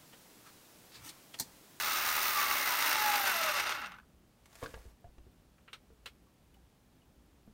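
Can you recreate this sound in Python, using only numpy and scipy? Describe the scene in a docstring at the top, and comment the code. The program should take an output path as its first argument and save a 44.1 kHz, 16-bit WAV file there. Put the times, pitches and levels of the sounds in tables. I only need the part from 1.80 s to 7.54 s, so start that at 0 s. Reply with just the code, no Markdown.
"""A quiet room with a plywood layout, where a model steam locomotive runs and slows to a stop.
Its gear teeth whine and chatter in the shell, its brushes fizz, its wheels grind and knock on the rails;
the whine falls with the speed. Then a hand slides and bumps on a case near the microphone,
a plastic switch clicks a little way off, and small things settle over faint rumble and hiss."""
import sys
import numpy as np
from scipy import signal
from scipy.fft import rfft, irfft, next_fast_len
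from scipy.io import wavfile
from scipy.ndimage import map_coordinates

SR = 44100
rng = np.random.default_rng(int(sys.argv[2]) if len(sys.argv) > 2 else 0)


def materialize(psi):
    """Save the field psi as 16-bit PCM at rate SR to the path in sys.argv[1].

    A 1-D psi becomes a single channel; in a 2-D psi each row is a channel.
    """
    bounded = np.clip(np.atleast_2d(psi).T, -1, 1)
    quanta = np.round(bounded * 32767).astype(np.int16)
    wavfile.write(sys.argv[1], SR, quanta)


N = 253045

# drive speed, as the rate at which gear teeth meet: time_s, mesh_hz
DRIVE_SPEED = [(0, 1330.5), (.17, 1245), (.46, 1248.5), (.54, 1198), (.6, 1164.5), (.72, 1151.5),
               (.8, 1079), (.9, 991.5), (.98, 932), (1.13, 886), (1.2, 853), (1.41, 815), (1.5, 745),
               (1.55, 689.5), (1.6, 658), (1.68, 621.5), (1.73, 582), (1.78, 562.5), (1.85, 420.5),
               (1.92, 381.5), (2.02, 237.5), (2.1, 178), (2.2, 101), (2.26, -0.5)]
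# swells and dips of the load on the drive: time_s, gain_db
DRIVE_LOAD = [(0, 0.5), (.55, -1), (.58, 1), (.68, 0.5), (.77, -1), (1, 0.5), (1.19, 1), (1.23, -0.5),
              (1.27, 0.5), (1.39, .5), (1.42, -3.5), (1.47, 1.5), (1.59, -2.5), (1.63, -0.5), (1.7, 1),
              (1.75, -1.5), (1.79, 2), (1.835, -2), (1.86, 2), (1.9, 0), (1.94, -4), (1.99, -1),
              (2.006, -7.5), (2.05, 3.5), (2.086, -7), (2.112, -6.5), (2.138, -1), (2.17, -10), (2.21, -19)]
# the engine turning away along the curve: time_s, rear_share
REAR_VIEW = [(0, 0.25), (.5, 0.2), (1.1, 0.59), (1.6, 1)]
# resonances: centre_hz, width_hz, gain_db
GEARBOX_MODES = [(592, 50, -46), (642, 100, -41), (835, 74, -35.5), (976, 36, -40), (1165.6, 50, -35.3),
                 (1249, 76, -42)]  # swell the whine as it slides through them
OCTAVE_MODES = [(1126, 130, -38.5), (1280, 114, -36), (1487, 200, -37), (1700, 85, -45), (2100, 190, -37)]  # swell the whine's octave
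SHELL_MODES = [(594, 46, -9), (827, 33, -4), (980, 105, -11.5), (1264, 93, 0), (1474, 235, -5.5),
               (2120, 180, -7.5), (2690, 210, -6.5), (3700, 740, -18)]  # shell and chassis
ROD_MODES = [(810, 130, 0.5), (1335, 300, 5), (1720, 260, 0)]
# tone colours: frequency_hz, gain_db
CHATTER_EQ = [(40, -40), (130, -29), (280, -20), (420, -16), (520, -20.5), (700, -11.5), (1050, -7.5),
              (1350, -4.5), (1700, -5.5), (2150, -4), (2350, -10.5), (2800, -7.5), (3200, -23), (4500, -44)]  # midrange rasp of the teeth
WHEEL_EQ = [(1500, -25), (3150, -3.5), (3650, 2.5), (4500, 0), (5800, 0.5), (6800, -3.5), (7900, -10.5),
            (8800, -2.5), (10300, -13.5), (12000, -16)]  # bright metal on rail
BRUSH_SIDE_EQ = [(7000, -15), (10400, -10), (11300, -5.5), (12000, -6.5), (13100, -7.5), (14000, -1),
                 (14800, 5.5), (15800, -1.5)]  # fizz from the side
BRUSH_REAR_EQ = [(7000, -31), (10400, -12), (11300, 0.5), (12100, -3.5), (13000, 5), (14000, -2.5),
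                 (14900, 0), (15800, -3.5)]  # fizz from behind
BOARD_EQ = [(20, -23), (45, -18), (65, -3), (85, 5), (200, -31), (600, -60)]  # plywood boom
SKIN_EQ = [(350, -45), (600, -9), (1160, -6.5), (1520, -10), (1790, -9.5), (4340, -15), (7100, -15),
           (15700, -21)]  # sliding skin
CASE_EQ = [(40, -26), (130, 9), (220, -16), (480, 5.5), (700, -15), (1150, -9.5), (1600, -5), (2400, -12.5),
           (4300, -8), (6500, -17), (15000, -44)]  # the bumped case
SWITCH_EQ = [(250, -33), (450, -0.5), (650, -13), (1150, -2), (1380, 3.5), (1600, -3), (2350, 2), (3100, 2),
             (4300, -2), (4700, -8.5), (7800, -16.5), (8800, -4.5), (9600, -30), (12000, -40)]  # plastic click
AIR_EQ = [(13, -45), (22, -15), (59, 0.5), (87, -9), (128, -8), (147, -9), (193, -7.5), (465, -18),
          (646, -20), (924, -23.5), (1470, -27), (2050, -29.5), (3010, -30), (5080, -33.5), (15700, -38.5)]  # room tone
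# wheel and rod knocks: start_s, level_db, rod_share
KNOCKS = [(1.024, -22, 0), (1.1549, -20, 0.3), (1.34, -24.5, 0.07), (1.7748, -21, 0.8), (1.8931, -20, 0.25),
          (1.899, -28, 0.25), (1.923, -22, 0.4), (1.9492, -32, 0.2), (1.9722, -29.5, .7),
          (2.017, -30.5, 0.4), (2.043, -31, 0.54), (2.0594, -32.5, 0.26), (2.069, -36, 0.3), (2.1, -42, 1),
          (2.119, -29, 0.62), (2.131, -46, .9), (2.139, -45, 0.7), (2.145, -40.5, 0.6), (2.158, -43, 1),
          (2.185, -34, 0.76), (2.198, -39, 0.79), (2.229, -49.5, 1), (2.241, -53, 1)]
# skin catching on the case: start_s, level_db, cutoff_hz
SKIN_SLIPS = [(2.657, -39.5, 16000), (2.698, -51, 16000), (2.729, -41, 16000), (2.754, -33, 16000),
              (2.76, -45, 12000), (2.835, -29, 16000), (2.908, -41, 5000), (2.942, -29.5, 5500),
              (3.382, -43, 5500)]
# soft bumps of the hand: start_s, level_db, thud_offset_db, ring_hz, ring_t60_s
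HAND_BUMPS = [(2.82, -39, -22, 510, 0.05), (2.827, -33.5, -34, 1086, 0.03), (2.8293, -31, -38, 492, 0.034),
              (2.832, -38.5, -28, 262, 0.04), (2.841, -33.5, -22, 1120, 0.016),
              (2.860, -32.5, -34, 1576, 0.03), (2.939, -41.5, -1, 516, 0.059),
              (2.941, -43, -28, 1630, 0.032), (2.975, -44.5, -7, 810, 0.017), (3.053, -53, 9, 400, 0.049),
              (3.243, -48.5, 3.5, 704, 0.075), (3.382, -48.5, 3, 347, 0.03), (3.466, -53.5, 1, 394, 0.045),
              (4.103, -51.5, -3, 412, 0.04), (5.676, -45, -13, 210, 0.048)]
# switch clicks: start_s, level_db, snap_offset_db, cutoff_hz
SWITCH_CLICKS = [(3.78, -52.5, -22, 2190), (3.878, -38.5, -40, 3050), (3.930, -29.5, -22, 9800),
                 (4.258, -28, -17.5, 11000), (4.74, -58, -4, 5500)]
# small things settling: start_s, level_db, pitch_hz
SETTLING_TICKS = [(4.469, -63, 1135), (4.742, -65, 2940), (4.769, -62.5, 766), (5.218, -68, 2930)]
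# reverb time of the room: frequency_hz, t60_s
ROOM_DECAY = [(200, 0.27), (3000, 0.059), (12000, 0.074)]

TEETH, SEGMENTS = 16, 10  # gear teeth and commutator segments per shaft turn
TIME = np.arange(N) / SR
HIT_TIME = np.arange(SR // 3) / SR


def locomotive():
    """One slowing shaft drives the whine, hum, chatter, wheels and brushes."""
    mesh_hz = curve(DRIVE_SPEED) * (1 + 0.00583 * wobble(44.72))
    mesh = 2 * np.pi * np.cumsum(mesh_hz) / SR  # phase, one cycle per tooth
    shaft = mesh / TEETH
    crawl = np.clip(1 - mesh_hz / 650, 0, 1)  # 0 at speed, 1 at rest
    rear = np.clip(curve(REAR_VIEW), 0, 1)
    load_db = curve(DRIVE_LOAD)
    surge_db = (0.54 + crawl) * np.cos(2 * np.pi * 6.85 * TIME)  # deeper at a crawl
    approach_db = -3 * np.clip(1 - TIME / 0.41, 0, 1)  # fades up as the engine comes abreast
    chatter_db = -39.5 + slowdown_db(mesh_hz, knee_hz=292, steepness=2)
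    chatter_db += 2.5 * rear + load_db + 0.5 * approach_db  # gears are louder from behind
    wheel_db = -42.5 + slowdown_db(mesh_hz, knee_hz=460, steepness=2.83) + surge_db + 0.75 * load_db
    brush_db = -39 + slowdown_db(mesh_hz, knee_hz=835, steepness=2.7) + approach_db + 0.43 * surge_db
    whine = gear_whine(mesh_hz, mesh, shaft)
    hum = motor_hum(shaft, crawl)
    chatter = amp(chatter_db) * gear_chatter(mesh_hz, mesh, shaft, crawl, rear)
    wheels = amp(wheel_db) * wheel_roll(mesh_hz, mesh, shaft, crawl)
    brushes = amp(brush_db) * brush_fizz(mesh_hz, mesh, shaft, rear)
    boom = amp(wheel_db - 28) * board_boom()
    shake_db = 0.87 * wobble(40.21) + 0.52 * wobble(140)  # the rods bind and free the drive
    return amp(shake_db) * (whine + hum + chatter + board_bounce(wheels + brushes) + boom)


def gear_whine(mesh_hz, mesh, shaft):
    """Uneven teeth sing a rough gearbox tone; its octave swells through resonances of its own."""
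    drive = amp(0.81 + slowdown_db(mesh_hz, knee_hz=614, steepness=4.9))
    groan = amp(-60.5) * np.clip(mesh_hz / 200, 0, 1) ** 2  # bare gear tone, still there at a crawl
    tone_gain = (drive * swell(mesh_hz, GEARBOX_MODES) + groan) * amp(2.5 * wobble(70.1))
    tone = tone_gain * np.sin(mesh + 0.55 * wobble(130))
    octave_gain = drive * swell(2 * mesh_hz, OCTAVE_MODES) * amp(2.6 * wobble(90))
    smear = (mesh_hz / 1150) ** 2 * wobble(200)  # turns the octave raspy at speed
    octave = octave_gain * np.sin(2 * mesh + smear)
    return (tone + octave) * (1 + 0.068 * np.sin(shaft))  # the pinion runs slightly off centre


def gear_chatter(mesh_hz, mesh, shaft, crawl, rear):
    """Loose teeth scrape and rattle the shell under rippling torque; at a crawl the rods grind."""
    commutator_db = (2.5 + crawl) * np.cos(SEGMENTS * shaft)
    force = amp(commutator_db + 1.5 * np.cos(mesh) + 0.98 * np.cos(shaft) + 1.1 * wobble(700))
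    strikes = 0.55 * (1 - crawl) * impacts(per_s=1400)
    shell = unit(filtered(force * (scrape(mesh_hz) + strikes), lambda hz: resonance(SHELL_MODES, hz)))
    rasp = coloured(force * (scrape(mesh_hz) + np.roll(strikes, SR // 1000)), CHATTER_EQ)
    grind = unit(filtered(force * scrape(mesh_hz), lambda hz: resonance(ROD_MODES, hz) ** 2))
    shell_db = -6.5 + 3.6 * rear - 6.9 * crawl
    rasp_db = -1 - 1.3 * rear - 7.6 * crawl
    return 0.7 * crawl * grind + amp(shell_db) * shell + amp(rasp_db) * rasp


def wheel_roll(mesh_hz, mesh, shaft, crawl):
    """Metal wheels grind over the rails in fine grains, duller at a crawl."""
    grains = scrape(mesh_hz) * amp(1.56 * wobble(1500) + 1.85 * np.cos(shaft) + 2.2 * np.cos(mesh))
    grit = coloured(grains, WHEEL_EQ)
    dull = unit(filtered(grit, lambda hz: lowpass(hz, cutoff_hz=5500)))
    return (1 - crawl) * grit + crawl * dull


def brush_fizz(mesh_hz, mesh, shaft, rear):
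    """The brushes scrape hardest once a turn; their colour shifts as the engine turns away."""
    pressure_db = 2.8 * np.cos(shaft) + np.cos(2 * shaft) + 2 * np.cos(mesh)
    sparks = scrape(mesh_hz) * amp(pressure_db + 2.2 * wobble(900))
    return (1 - rear) * coloured(sparks, BRUSH_SIDE_EQ) + rear * coloured(sparks, BRUSH_REAR_EQ)


def clacks():
    """Wheels and loose rods knock the shell; the last ticks ratchet mostly on the rods."""
    out = np.zeros(N)
    for start_s, level_db, rod_share in KNOCKS:
        shell_share = 1 - rod_share
        shell = burst(lambda hz: abs(resonance(SHELL_MODES, hz)) + 0.18 * shell_share * eq(WHEEL_EQ, hz),
                      t60_s=0.025, rise_s=0.00031)
        rods = burst(lambda hz: resonance(ROD_MODES, hz) ** 2, t60_s=0.023, rise_s=0.0004)
        add(out, start_s, amp(level_db - 4) * (shell_share * shell + rod_share * rods))
    return out


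def motor_hum(shaft, crawl):
    """The motor's five poles hum, fading out at a crawl."""
    return amp(-61 + 1.6 * wobble(30.15)) * (1 - crawl) * np.sin(5 * shaft + 0.44 * wobble(60.03))


def board_boom():
    """The rolling weight makes the plywood boom."""
    return coloured(rng.standard_normal(N), BOARD_EQ)


def board_bounce(sound):
    """A sound plus its bounce off the plywood, whose delay shrinks as the engine moves away."""
    delay_s = 0.0024 / (1 + 0.142 * TIME)
    return sound + 0.23 * map_coordinates(sound, [np.arange(N) - delay_s * SR])


def hand_rub():
    """Skin slides and catches on the case in one stroke that swells, fades and lifts off."""
    firmest_s, lift_off_s = 2.824, 3.1
    stroke_db = -57 + np.minimum(96 * (TIME - firmest_s), 48 * (firmest_s - TIME))
    touching = np.clip(1 - (TIME - lift_off_s) / 0.05, 0, 1)
    grain = rng.standard_normal(N) * amp(1.7 * wobble(300)) + 0.48 * impacts(per_s=410)
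    out = touching * amp(stroke_db) * coloured(grain, SKIN_EQ)
    for start_s, level_db, cutoff_hz in SKIN_SLIPS:
        slip = burst(lambda hz: eq(SKIN_EQ, hz) * lowpass(hz, cutoff_hz), t60_s=0.033)
        add(out, start_s, amp(level_db - 15) * slip)
    return out


def hand_bumps():
    """Each bump knocks the case, rings one of its panels and gives a low thud."""
    out = np.zeros(N)
    for start_s, level_db, thud_offset_db, ring_hz, ring_t60_s in HAND_BUMPS:
        # a soft touch rings a low panel and has little treble
        knock = burst(lambda hz: eq(CASE_EQ, hz) * lowpass(hz, 4 * ring_hz, order=3),
                      t60_s=0.031, rise_s=0.00046)
        thud = np.sin(2 * np.pi * 53 * HIT_TIME + 0.86 * wobble(67, size=len(HIT_TIME)))
        thud *= amp(thud_offset_db) * envelope(t60_s=0.19, rise_s=0.0029)
        panel = ring(ring_hz, ring_t60_s)
        add(out, start_s, amp(level_db) * (amp(-8.5) * knock + amp(-1.5) * panel + thud))
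    return out


def switch():
    """Plastic clicks with a bright snap and a short, dense decay."""
    out = np.zeros(N)
    for start_s, level_db, snap_offset_db, cutoff_hz in SWITCH_CLICKS:
        body = burst(lambda hz: eq(SWITCH_EQ, hz) * lowpass(hz, cutoff_hz), t60_s=0.097, rise_s=0.0015)
        snap = burst(lambda hz: hz > 4000, t60_s=0.13)
        add(out, start_s, amp(level_db) * (amp(-11.5) * body + amp(snap_offset_db - 9.5) * snap))
    return out


def settling():
    """Small things tick faintly, each on its own pitch."""
    out = np.zeros(N)
    for start_s, level_db, pitch_hz in SETTLING_TICKS:
        add(out, start_s, amp(level_db) * ring(pitch_hz, t60_s=0.07))
    return out


def room_reverb(sound):
    """The small room's short tail, in which the bass lingers longest."""
    hz, time_s, noise = signal.stft(rng.standard_normal(SR // 3), SR, nperseg=256)
    decay = 10 ** (-3 * time_s / along(ROOM_DECAY, hz)[:, None])
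    tail = signal.istft(noise * decay, SR, nperseg=256)[1]
    predelayed = np.pad(tail / np.linalg.norm(tail), (SR // 300, 0))
    return signal.fftconvolve(sound, predelayed)[:N]


def room_tone():
    """A bed of rumble and hiss, with a faint, regular electrical tick in the top treble."""
    ticks = np.zeros(N)
    for start_s in np.arange(0.035, N / SR - 0.01, 0.1024):
        gain = amp(-63 + rng.normal(0, 1.2))
        add(ticks, start_s, gain * burst(lambda hz: hz > 12000, t60_s=0.005, rise_s=0.0001))
    return amp(-64.5 + 0.15 * wobble(7)) * coloured(rng.standard_normal(N), AIR_EQ) + ticks


def slowdown_db(mesh_hz, knee_hz, steepness):
    """Fader for a running sound: flat at speed, a power of the speed below the knee."""
    return -10 * np.log10(1 + (knee_hz / np.maximum(mesh_hz, 1)) ** (2 * steepness))


def scrape(mesh_hz):
    """Contact noise, only while the drive turns."""
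    return (mesh_hz > 0) * rng.standard_normal(N)


def impacts(per_s):
    """Sparse random impulses of uneven size, at rms 1."""
    return unit((rng.random(N) < per_s / SR) * rng.standard_normal(N))


def swell(hz, modes):
    """Gain of a gear tone from the resonances near its pitch."""
    return sum(amp(db) / (1 + (2 * (hz - centre) / width) ** 2) for centre, width, db in modes)


def resonance(modes, hz):
    """Complex response of a body whose modes alternate in polarity."""
    return sum((-1) ** k * amp(db) * 1j * hz * width / (centre ** 2 - hz ** 2 + 1j * hz * width)
               for k, (centre, width, db) in enumerate(modes))


def ring(hz, t60_s):
    """One struck mode, its pitch a little unsteady."""
    phase = 2 * np.pi * hz * HIT_TIME + 0.61 * wobble(hz / 3, size=len(HIT_TIME))
    return np.sin(phase) * envelope(t60_s, rise_s=0.00017)


def burst(response, t60_s, rise_s=0.00029):
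    """A hit of filtered noise that dies away."""
    return unit(filtered(rng.standard_normal(len(HIT_TIME)), response)) * envelope(t60_s, rise_s)


def envelope(t60_s, rise_s):
    """Fast attack, exponential decay."""
    return 10 ** (-3 * HIT_TIME / t60_s) * (1 - np.exp(-HIT_TIME / rise_s))


def wobble(per_s, size=N):
    """A smooth random curve with per_s knots a second."""
    knots = rng.standard_normal(int(size * per_s / SR) + 4)
    return map_coordinates(knots, [np.arange(size) * per_s / SR])


def curve(points):
    """An automation lane, one value per sample."""
    return np.interp(TIME, *np.transpose(points))


def along(points, hz):
    """Interpolate on a log frequency axis."""
    knots_hz, values = np.transpose(points)
    return np.interp(np.log(hz + 1), np.log(knots_hz + 1), values)


def filtered(sound, response):
    """Shape a sound by a function of frequency."""
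    size = next_fast_len(len(sound) + 8192)
    return irfft(rfft(sound, size) * response(np.fft.rfftfreq(size, 1 / SR)), size)[:len(sound)]


def coloured(sound, colour):
    """A sound through an EQ curve, at rms 1."""
    return unit(filtered(sound, lambda hz: eq(colour, hz)))


def eq(colour, hz):
    return amp(along(colour, hz))


def lowpass(hz, cutoff_hz, order=4):
    return 1 / (1 + (hz / cutoff_hz) ** order)


def amp(db):
    return 10 ** (np.asarray(db) / 20)


def unit(sound):
    return sound / np.sqrt(np.mean(sound ** 2) + 1e-20)


def add(track, start_s, sound):
    part = track[round(start_s * SR):][:len(sound)]
    part += sound[:len(part)]


def scene():
    """The train on its layout, then the hand and the switch, over the quiet room."""
    train = locomotive() + clacks()
    train += amp(-16) * room_reverb(train)
    clicks = switch() + settling()
    hand = hand_rub() + hand_bumps()
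    hand += amp(-8) * room_reverb(hand)
    return (train + clicks + hand + room_tone())[None]


def record(dry):
    """A steep high cut on the mono mix."""
    cutoff_hz = 15830
    return filtered(dry[0], lambda hz: np.clip((cutoff_hz - hz) / 200 + 0.5, 0, 1))[None]


dry = scene()
out = record(dry)
materialize(out)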